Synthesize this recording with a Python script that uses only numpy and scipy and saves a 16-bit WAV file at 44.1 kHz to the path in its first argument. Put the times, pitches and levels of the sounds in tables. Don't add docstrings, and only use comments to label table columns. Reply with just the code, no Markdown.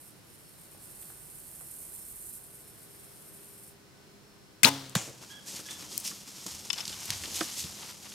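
import sys
import numpy as np
from scipy import signal
from scipy.fft import rfft, irfft, next_fast_len
from scipy.io import wavfile
from scipy.ndimage import uniform_filter1d

SR = 44100
rng = np.random.default_rng(int(sys.argv[2]) if len(sys.argv) > 2 else 0)


def int16_out(signal):
    q = np.round(np.clip(np.atleast_2d(signal).T, -1, 1) * 32767)
    wavfile.write(sys.argv[1], SR, q.astype(np.int16))


N = 358974
T = np.arange(N) / SR
RELEASE_S, STRING_S, IMPACT_S = 4.6322, 4.6490, 4.9520


# start in seconds, level in dB, centre in Hz, t60 in seconds, left minus right in dB.
BOW_KNOCKS = [(4.6317, -31, 220, 0.049, 5), (4.6316, -17.5, 2100, 0.03, 12.5),
              (4.632, -7, 7900, 0.019, 4.5), (4.6363, -18, 6500, .016, 11), (4.6395, -16, 7000, 0.025, 7),
              (4.6503, -2, 8500, 0.0045, 2), (4.6510, -21, 1200, 0.04, 9), (4.6544, -11, 5200, 0.014, 7),
              (4.6740, -27, 6500, 0.016, 5), (4.6815, -31, 5500, .015, 8), (4.6895, -25, 5500, 0.012, 10)]
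# frequency in Hz, level in dB, t60 in seconds.
RELEASE_MODES = [(744, -35, 0.055), (1586, -20, .04), (2053, -20, .045), (2440, -21, .035),
                 (3520, -22, 0.033), (5700, -20, .025), (7580, -15, .025)]
# frequency in Hz, gain in dB.
BOW_ECHO_SPECTRUM = [(120, -5), (400, -4), (800, -3), (1200, -3.5), (2400, -6), (3500, -1.5), (5000, -4),
                     (8000, -10), (15000, -19.5)]

def bow():
    out = arrow_zip() + fittings_buzz()
    for s, db, hz, t60, pan_db in BOW_KNOCKS:
        side_db = -4.5 + 5.6 * np.log2(hz / 7000)
        add(out, s, pan(crack(db, hz, t60, breadth=0.81, side_db=side_db, rise_s=0.00068), pan_db))
    add(out, RELEASE_S, ring(RELEASE_MODES, pan_db=13, rise_s=0.0004))
    add(out, STRING_S, twang())
    add(out, STRING_S, crack(db=-36, hz=113, t60=0.06, breadth=0.74))
    out[1] = np.roll(out[1], 2)
    echo = bang_echo(STRING_S, BOW_ECHO_SPECTRUM, early_db=-23, early_t60=0.081,
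                     late_db=-34.5, late_t60=0.83, side_db=-8)
    return out + pan(echo, 2.7)


# harmonic number, level in dB, t60 in seconds.
STRING_PARTIALS = [(1, -39, 1.2), (2, -28.5, 0.52), (3, -45, .55), (4, -46.5, 0.83), (7, -51, .6),
                   (8, -51, .5)]
# frequency in Hz, level in dB, t60 in seconds.
LIMB_MODES = [(112, -25, .04), (232, -16, .055), (610, -29, .05)]
RISER_MODES = [(104, -42, .5), (692, -38, .39), (847.5, -29, 0.28), (935, -25.5, 0.13), (1023, -33, .2),
               (1250, -41, .3), (1630, -41, .25), (2060, -36, 0.22), (2326, -38, .22), (2680, -21, 0.066),
               (3429, -38, .33), (3550, -34, .25), (4730, -45, .35)]

def twang(nominal_hz=140, slack=0.21, settle_s=0.011, sag_per_s=0.192, rough_db=0.7):
    t = np.arange(SR) / SR
    pitch_hz = nominal_hz * (1 - slack * np.exp(-t / settle_s)) * (1 - sag_per_s * t)
    phase = 2 * np.pi * np.cumsum(pitch_hz) / SR
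    string = 0
    for harmonic, db, t60 in STRING_PARTIALS:
        flicker_db = rough_db * min(harmonic, 4) * wander(34)[:SR]
        string += undb(db + flicker_db) * fade(t, t60) * np.sin(harmonic * phase)
    string *= 1 - np.exp(-t / 0.0018)
    return pan(string, 1) + ring(LIMB_MODES, pan_db=3) + ring(RISER_MODES, pan_db=6, rise_s=0.012)


# start in seconds, length in seconds, first pitch in Hz, last pitch in Hz, level in dB.
ZIPS = [(4.6444, 0.0026, 1900, 2900, -11), (4.6476, 0.0021, 3300, 4600, -8.5),
        (4.6544, 0.0014, 4600, 4150, -13.5), (4.6578, .001, 3900, 3500, -17)]

def arrow_zip(pan_db=16, rasp=0.21):
    scrape = rasp * colour(rng.standard_normal(N), [(1500, 0), (6000, -7), (14000, -7)])
    out = np.zeros(N)
    for s, length_s, from_hz, to_hz, db in ZIPS:
        pitch_hz = glide(s, length_s, from_hz, (to_hz - from_hz) / length_s)
        phase = 2 * np.pi * np.cumsum(pitch_hz) / SR
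        out += (np.sin(phase) + scrape) * swell(s, length_s, attack_s=0.00075, t60=0.0027) * undb(db)
    return pan(out, pan_db)


# centre in Hz, width in Hz, gain in dB.
BUZZ_MODES = [(524, 230, -13.5), (913, 100, -5), (1420, 610, -15), (2390, 770, -15.5), (3800, 1200, -22),
              (5400, 1100, -23), (9000, 6500, -22.5)]

def fittings_buzz(rate_hz=250, depth=0.38, db=-25):
    force = rng.standard_normal((2, N)) * (1 + depth * np.sin(2 * np.pi * rate_hz * T))
    metal = unit(resonate_modes(force, BUZZ_MODES))
    envelope = swell(s=4.652, length_s=0.036, attack_s=0.0065, t60=0.033)
    return pan(spread(metal, -6), 6.1) * envelope * undb(db)


# start in seconds, level in dB, centre in Hz, t60 in seconds.
HIT_CRACKS = [(4.9513, -20, 4000, 0.021), (4.9532, -12, 4900, 0.006), (4.953, -18, 540, 0.018),
              (4.9585, -23, 4000, 0.016), (4.9718, -30, 2700, .006)]
# frequency in Hz, gain in dB.
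HIT_ECHO_SPECTRUM = [(100, 1), (250, -2.5), (500, -0.5), (1200, -4.5), (2500, -2.5), (4500, -6.5),
                     (7000, 1.5), (10000, -10), (15000, -21)]

def arrow_hit(thump_db=-19, thump_hz=165, delay_s=0.0136, width_s=0.0045):
    out = np.zeros((2, N))
    for s, db, hz, t60 in HIT_CRACKS:
        add(out, s, crack(db, hz, t60, breadth=2.1, side_db=-22, rise_s=0.00054))
    t = T - IMPACT_S - delay_s
    out += undb(thump_db) * np.exp(-(t / width_s) ** 2) * np.sin(2 * np.pi * thump_hz * t)
    boom = ring([(110, -35.5, 0.17)])
    add(out, IMPACT_S + delay_s, boom)
    echo = bang_echo(IMPACT_S, HIT_ECHO_SPECTRUM, early_db=-33, early_t60=0.11,
                     late_db=-33, late_t60=0.46, side_db=-10)
    return out + pan(echo, 1)


# start in seconds, length in seconds, then relative levels of leaves, stems and ground in dB.
BOUNDS = [(4.99, .09, -48.5, -58, -58), (5.197, 0.038, -49.5, -54, -55), (5.28, 0.028, -51, -54, -68),
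          (5.447, 0.14, -43.5, -56, -53), (5.536, 0.042, -47, -52, -58), (5.637, .025, -48, -55, -58),
          (5.675, 0.047, -46.5, -50, -51.5), (5.763, 0.085, -46.5, -58, -52), (5.892, 0.08, -44, -58, -54),
          (6.025, 0.06, -36, -53, -55), (6.13, .03, -46.5, -58, -60), (6.254, 0.032, -49, -60, -62),
          (6.333, .11, -49, -58, -63), (6.454, 0.098, -43.5, -55, -58), (6.565, 0.028, -47, -62, -62),
          (6.624, 0.027, -45, -58, -53), (6.751, .055, -46, -41, -56), (6.858, 0.054, -46, -49, -55),
          (6.989, 0.036, -45, -52.5, -60), (7.1, .05, -48, -44.5, -58), (7.22, 0.068, -44.5, -46, -48),
          (7.316, 0.094, -36, -46.5, -55), (7.562, 0.039, -35, -56, -62), (7.62, .03, -48, -50, -54),
          (7.776, 0.13, -50, -51, -61), (8.016, 0.039, -51, -53, -58)]
# time in seconds, level in dB.
THICKET_LEVELS = [(5.0, -58.5), (5.42, -57), (5.6, -50), (6.2, -51.5), (6.68, -49.5), (7.0, -43.5),
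                  (7.46, -41), (7.74, -45), (8.0, -52.5), (8.14, -48.5)]
# frequency in Hz, gain in dB.
LEAF_SPECTRUM = [(1180, -38), (2000, -13.5), (2320, -11.5), (3200, -6), (3980, -6.5), (5250, -1),
                 (6820, -2), (7910, -4.5), (11000, -9), (12000, -8), (13800, -17), (16000, -29)]
STEM_SPECTRUM = [(400, -17.5), (900, -2.5), (1600, -7), (2600, -5), (4500, -5.5)]
GROUND_SPECTRUM = [(90, -9.5), (200, -2), (320, -3), (700, -11), (1400, -15.5)]

def brush(stems_db=-2.5, ground_db=-2.5, widen_from_s=6.4):
    thicket = level_curve(THICKET_LEVELS)
    steady_ground = thicket ** 0.29 * undb(-45) * (T > THICKET_LEVELS[0][0])
    power = np.array([thicket, thicket * undb(-8), steady_ground]) ** 2
    for s, length_s, *levels_db in BOUNDS:
        power += np.outer(undb(levels_db), swell(s, length_s, attack_s=0.031, t60=0.26)) ** 2
    leaf_gain, stem_gain, ground_gain = np.sqrt(power)
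    widen_db = 6 * np.clip(T - widen_from_s, 0, 1)
    leaves = grains(LEAF_SPECTRUM, per_s=9000, scatter_db=0.71, side_db=-19 + widen_db)
    leaves *= undb(1.03 * wander(70)) * leaf_gain
    stems = grains(STEM_SPECTRUM, per_s=1800, scatter_db=1.1, side_db=-10 + widen_db / 2)
    stems *= undb(stems_db + 2.2 * wander(50)) * stem_gain
    ground = grains(GROUND_SPECTRUM, per_s=700, scatter_db=1.8, side_db=-11)
    ground *= undb(ground_db) * ground_gain
    return pan(leaves, 0.2) + pan(stems + ground, 2.9)


# start in seconds, level in dB, centre in Hz, t60 in seconds, left minus right in dB.
SNAPS = [(1.101, -47, 1200, 0.012, 7), (4.8960, -39.5, 8500, 0.0043, 26), (5.235, -46, 1110, .025, 0),
         (5.483, -39, 5710, .025, 0), (5.687, -38.5, 2300, 0.027, -2), (5.7090, -36, 7040, .039, 0),
         (5.917, -41, 5310, .03, 0), (5.9782, -12.5, 13000, 0.0029, 14.5), (5.9792, -32, 6450, 0.0099, 14),
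         (6.0009, -29, 12500, .006, 11), (6.464, -30.5, 6000, 0.039, 0), (6.73, -29.5, 5830, 0.019, 19),
         (6.783, -31, 3800, .04, 2), (6.8533, -27.5, 5000, 0.016, -1), (6.8785, -26, 4900, .015, -1),
         (6.894, -35, 3970, .025, 0), (7.0558, -30, 9000, .008, 10), (7.096, -29, 5700, .008, 0),
         (7.1041, -17, 9500, .003, -1), (7.1043, -15, 4600, 0.0079, -0.5), (7.1084, -27, 4800, .012, 0),
         (7.126, -38, 3500, .025, 0), (7.237, -34, 2400, 0.027, -1), (7.256, -32.5, 4000, .025, -2),
         (7.4075, -25, 3500, 0.016, -7), (7.639, -35, 4000, .025, 0), (8.119, -41.5, 3260, 0.036, 0)]
# start in seconds, level in dB, centre in Hz, t60 in seconds.
THUDS = [(.745, -49, 700, .033), (1.025, -49.5, 2490, .032), (1.10, -43.5, 600, .02),
         (1.607, -51, 800, .06), (5.075, -45, 447, 0.17), (5.085, -47, 130, .12), (5.21, -46.5, 350, .06),
         (5.590, -43.5, 290, 0.088), (5.592, -43, 1100, .04), (5.91, -47, 330, 0.12),
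         (6.105, -46, 220, .093), (6.112, -45.5, 1300, 0.062), (6.275, -46, 300, .06),
         (6.458, -38, 230, .078), (6.462, -39, 900, 0.034), (6.875, -44.5, 140, .13),
         (7.1, -36.5, 160, 0.077), (7.4086, -27.5, 1400, 0.045), (7.4101, -35.5, 220, 0.085),
         (7.640, -40, 150, 0.093)]
# frequency in Hz, level in dB, t60 in seconds.
LOG_MODES = [(325.5, -21.5, 0.065), (550, -32, 0.055), (691, -31, .06), (1296, -26, 0.032),
             (1550, -26, 0.026), (3400, -24, .012)]

def twigs_and_hooves(log_s=7.4095):
    out = np.zeros((2, N))
    for s, db, hz, t60, pan_db in SNAPS:
        add(out, s, pan(crack(db, hz, t60, breadth=1.0, side_db=-19, rise_s=0.00016), pan_db))
    for s, db, hz, t60 in THUDS:
        add(out, s, crack(db, hz, t60, breadth=0.92, side_db=-9, rise_s=0.0014))
    echo_spectrum = [(100, -11.5), (6000, -6), (9000, -7), (14000, -17)]
    out += tree_echo(out, echo_spectrum, t60=0.25, wet_db=-10, side_db=-12)
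    add(out, log_s, ring(LOG_MODES, pan_db=-5))
    return out


# start in seconds, force level in dB, t60 in seconds, left minus right in dB.
CLACKS = [(6.7018, -11, .005, 14), (6.7035, -18.5, 0.021, 14.5), (6.731, -25.5, 0.021, 12),
          (6.737, -27, .02, 11), (6.7570, -34, 0.025, 2), (6.7784, -29, 0.035, 1), (6.804, -29, .04, 9.5),
          (6.928, -32, .03, -1)]
# centre in Hz, width in Hz, gain in dB.
GEAR_MODES = [(1060, 390, -7.5), (1583, 150, -10), (2130, 450, -9.5), (2713, 80, -3), (3030, 50, 6.5),
              (3542, 150, 1), (4230, 900, -5), (5125, 95, 6.5), (7000, 830, -14)]
# start in seconds, length in seconds, relative level in dB.
GRIP_SHIFTS = [(6.512, .04, -52), (6.87, 0.13, -54), (7.075, 0.18, -47.5), (7.3, 0.11, -57),
               (7.605, 0.047, -47)]

def gear(rumble_db=-4.5):
    force = np.zeros((2, N))
    for s, db, t60, pan_db in CLACKS:
        add(force, s, pan(crack(db, 2700, t60, breadth=2.2, side_db=-22, rise_s=0.00022), pan_db))
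    clacks = resonate_modes(force, GEAR_MODES)
    rumble = colour(rng.standard_normal(N), [(22, -13), (50, -12), (85, 5), (130, -8.5)])
    grip = sum(undb(db) * swell(s, length_s, attack_s=0.04, t60=0.26) for s, length_s, db in GRIP_SHIFTS)
    restless = undb(-65.5) * (T > IMPACT_S)
    return clacks + rumble * (grip + restless) * undb(rumble_db)


# start in seconds, length in seconds, pitch in Hz, glide in Hz per second,
# waver as a share of pitch, relative level in dB, octave over fundamental in dB.
WHISTLES = [(5.297, 0.09, 1652, 150, .019, -52, 3.5), (5.382, .012, 1680, -12000, 0, -56, 4),
            (5.46, .036, 1520, 13000, 0.0064, -53, -12), (5.652, .048, 1684, 200, .004, -51, -3),
            (5.686, .032, 1715, 1100, .004, -53, 12), (5.72, .008, 1690, -10000, 0, -58, 11),
            (5.735, .035, 1740, 0, .006, -58, 7)]
# frequency in Hz, gain in dB.
WHISTLE_ECHO_SPECTRUM = [(100, -11), (300, 0), (1000, -1), (3500, -2), (6000, 0), (14000, -6)]

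def whistles(gain_db=-4, waver_hz=33, roughness=0.011, flutter_db=1.5, attack_s=0.011):
    call = np.zeros(N)
    for s, length_s, hz, hz_per_s, share, db, octave_db in WHISTLES:
        waver = -share * np.cos(2 * np.pi * waver_hz * (T - s - attack_s)) + roughness * wander(500)
        phase = 2 * np.pi * np.cumsum(glide(s, length_s, hz, hz_per_s) * (1 + waver)) / SR
        tone = np.sin(phase) + undb(octave_db) * np.sin(2 * phase)
        call += tone * swell(s, length_s, attack_s, t60=0.035) * undb(db)
    call = pan(call * undb(gain_db + flutter_db * wander(150)), -9.5)
    return call + tree_echo(call, WHISTLE_ECHO_SPECTRUM, t60=0.39, wet_db=-5, side_db=2)


# start in seconds, length in seconds, relative level in dB, swell in dB per second,
# left minus right in dB.
GRASSHOPPER_PHRASES = [(-.05, .15, -56.5, 0, -3), (.1, 0.17, -67, 0, -2), (0.238, 0.3, -61, -1, -2.5),
                       (0.523, 2.19, -57, 1.5, -1.5), (.76, 1.605, -55, 4.5, -4.8),
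                       (2.713, 0.97, -55.5, -0.5, 0), (3.59, .06, -56, 0, 0)]
# frequency in Hz, gain in dB.
GRASSHOPPER_SPECTRUM = [(3530, -40), (6000, -19), (7490, -10), (8400, -2.5), (9600, -1), (10800, -5.5),
                        (12700, -3.5), (13400, -5.5), (14900, -14), (15500, -26), (16000, -30)]

def grasshoppers(gain_db=0.36, shimmer_db=1.15, waver_db=0.8):
    power = 0
    for s, length_s, db, db_per_s, pan_db in GRASSHOPPER_PHRASES:
        effort = undb(db + db_per_s * np.clip(T - s, 0, length_s))
        power += pan(effort * swell(s, length_s, attack_s=0.063, t60=0.31), pan_db) ** 2
    hiss = grains(GRASSHOPPER_SPECTRUM, per_s=7000, scatter_db=1.3, side_db=-3.2)
    return hiss * np.sqrt(power) * undb(gain_db + shimmer_db * wander(55) + waver_db * wander(11))


# frequency in Hz, gain in dB.
AIR_SPECTRUM = [(25, -13), (50, -8.5), (90, -1.5), (145, 3), (210, -2.5), (270, -5), (320, -1), (450, -7),
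                (800, -11), (1600, -14), (3400, -17.5), (6400, -19.5), (12000, -24), (16000, -30)]
# time in seconds, level in dB.
BREEZE_LEVELS = [(.3, -86), (.8, -69), (1.5, -72), (2.1, -64), (2.5, -71), (3, -87)]

def air(db=-58):
    mid, side = colour(rng.standard_normal((2, N)), AIR_SPECTRUM)
    side = signal.sosfilt(signal.butter(1, 290, "high", fs=SR, output="sos"), side)
    still = spread([mid, side], -1.3) * undb(db + 0.5 * wander(5.1))
    breeze = colour(rng.standard_normal((2, N)), [(22, -8), (50, 3), (110, -8)])
    return still + spread(breeze, -9) * level_curve(BREEZE_LEVELS)


# pitch in Hz, waver as a share of pitch, level in dB, peak time in seconds, width in seconds.
HUMS = [(402, 0.00797, -67.5, 3.67, 1.17), (202.5, 0.014, -63.5, 6.9, 2.1)]
# frequency in Hz, level in dB.
WHINE_TONES = [(1497, -79.5), (4048, -82.5), (4190, -80.5), (4495, -78), (4795, -82.5), (5095, -82),
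               (5394, -74.5)]
# frequency in Hz, gain per filter pass in dB.
BODY_SPECTRUM = [(135, -3), (150, 0), (172, -4)]

def camera_hum(body_db=-68):
    hum = whine = 0
    for hz, share, db, peak_s, width_s in HUMS:
        envelope = undb(db) * np.exp(-((T - peak_s) / width_s) ** 2 / 2)
        phase = 2 * np.pi * hz * np.cumsum(1 + share * wander(30)) / SR
        hum += envelope * np.sqrt(2) * np.sin(phase)
    for hz, db in WHINE_TONES:
        envelope = undb(db + 2.5 * wander(20))
        whine += envelope * np.sqrt(2) * np.sin(2 * np.pi * hz * T + 0.7 * wander(60))
    body = colour(colour(rng.standard_normal(N), BODY_SPECTRUM), BODY_SPECTRUM) * undb(body_db)
    return body * np.array([[1], [-1]]) + hum * undb(1.6 * wander(9)) + whine


def bang_echo(s, spectrum, early_db, early_t60, late_db, late_t60, side_db):
    age = np.maximum(T - s, 0)
    decay = undb(early_db) * fade(age, early_t60) + undb(late_db) * fade(age, late_t60)
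    onset = 1 - np.exp(-age / 0.0042)
    return grains(spectrum, per_s=16000, scatter_db=1.5, side_db=side_db) * decay * onset


def tree_echo(x, spectrum, t60, wet_db, side_db):
    t = np.arange(SR) / SR
    echoes = colour(rng.standard_normal((2, SR)) * rng.exponential(size=(2, SR)), spectrum)
    envelope = fade(t, t60) * (1 - np.exp(-t / 0.0058))
    response = unit(spread(echoes, side_db) * envelope) / np.sqrt(SR)
    return undb(wet_db) * signal.fftconvolve(x.mean(axis=0)[None], response, axes=1)[:, :N]


def crack(db, hz, t60, breadth, side_db=-12, rise_s=0.0004):
    t = np.arange(SR // 4) / SR
    envelope = fade(t, t60) * (1 - np.exp(-t / rise_s))
    force = rng.standard_normal((2, len(t))) * envelope
    pair = resonate(resonate(force, hz, hz * breadth), hz, hz * breadth)
    return spread([unit(x) for x in pair], side_db) * np.sqrt(np.mean(envelope ** 2)) * undb(db)


def ring(modes, pan_db=0, rise_s=0.0013):
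    t = np.arange(SR) / SR
    tones = 0
    for hz, db, t60 in modes:
        tone = undb(db) * fade(t, t60) * np.sin(2 * np.pi * (hz * t + rng.random()))
        tones += pan(tone, pan_db * min(hz / 1000, 1))
    return tones * (1 - np.exp(-t / rise_s))


def grains(spectrum, per_s, scatter_db, side_db):
    sizes = undb(scatter_db * np.minimum(rng.exponential(size=(2, N)), 4))
    clicks = rng.standard_normal((2, N)) * sizes * (rng.random((2, N)) < per_s / SR)
    return spread(colour(clicks, spectrum), side_db)


def colour(x, spectrum):
    hz, db = np.transpose(spectrum)
    size = next_fast_len(x.shape[-1])
    f = np.maximum(np.arange(size // 2 + 1) * SR / size, 1)
    skirts = np.minimum(1, np.minimum(f / hz[0], hz[-1] / f)) ** 4
    gain = undb(np.interp(np.log(f), np.log(hz), db)) * skirts
    return unit(irfft(rfft(x, size) * gain, size)[..., :x.shape[-1]])


def resonate(x, hz, width_hz):
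    q = hz / min(width_hz, 0.3 * SR)
    return signal.lfilter(*signal.iirpeak(min(hz, 0.45 * SR), q, fs=SR), x)


def resonate_modes(force, modes):
    return sum(undb(db) * resonate(force, hz, width_hz) for hz, width_hz, db in modes)


def swell(s, length_s, attack_s, t60):
    age = T - s
    return np.clip(age / attack_s, 0, 1) * fade(np.clip(age - length_s, 0, 3 * t60), t60)


def glide(s, length_s, hz, hz_per_s):
    return hz + hz_per_s * np.clip(T - s, 0, length_s)


def wander(rate_hz):
    step = max(int(SR / rate_hz), 1)
    stairs = np.repeat(rng.standard_normal(N // step + 1), step)
    return unit(uniform_filter1d(stairs, step)[:N])


def level_curve(rows):
    times_s, db = np.transpose(rows)
    return undb(np.interp(T, times_s, db, left=-120, right=-120))


def fade(t, t60):
    return np.exp(-np.log(1000) * t / t60)


def spread(pair, side_db):
    return pair[0] + pair[1] * undb(side_db) * np.array([[1], [-1]])


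def pan(x, db):
    return x * undb(np.array([[db], [-db]]) / 2)


def add(out, s, x):
    start = int(s * SR)
    out[:, start:start + x.shape[1]] += x[:, :N - start]


def undb(db):
    return 10 ** (np.asarray(db) / 20)


def unit(x):
    return x / np.sqrt(np.mean(x ** 2) + 1e-20)


def scene():
    background = air() + camera_hum() + grasshoppers()
    return background + bow() + arrow_hit() + whistles() + brush() + twigs_and_hooves() + gear()


def record(dry):
    ceiling, top_hz = 0.86, 15700
    lowpass = signal.ellip(8, 0.2, 70, top_hz, fs=SR, output="sos")
    return signal.sosfilt(lowpass, np.clip(dry, -ceiling, ceiling))


dry = scene()
out = record(dry)
int16_out(out)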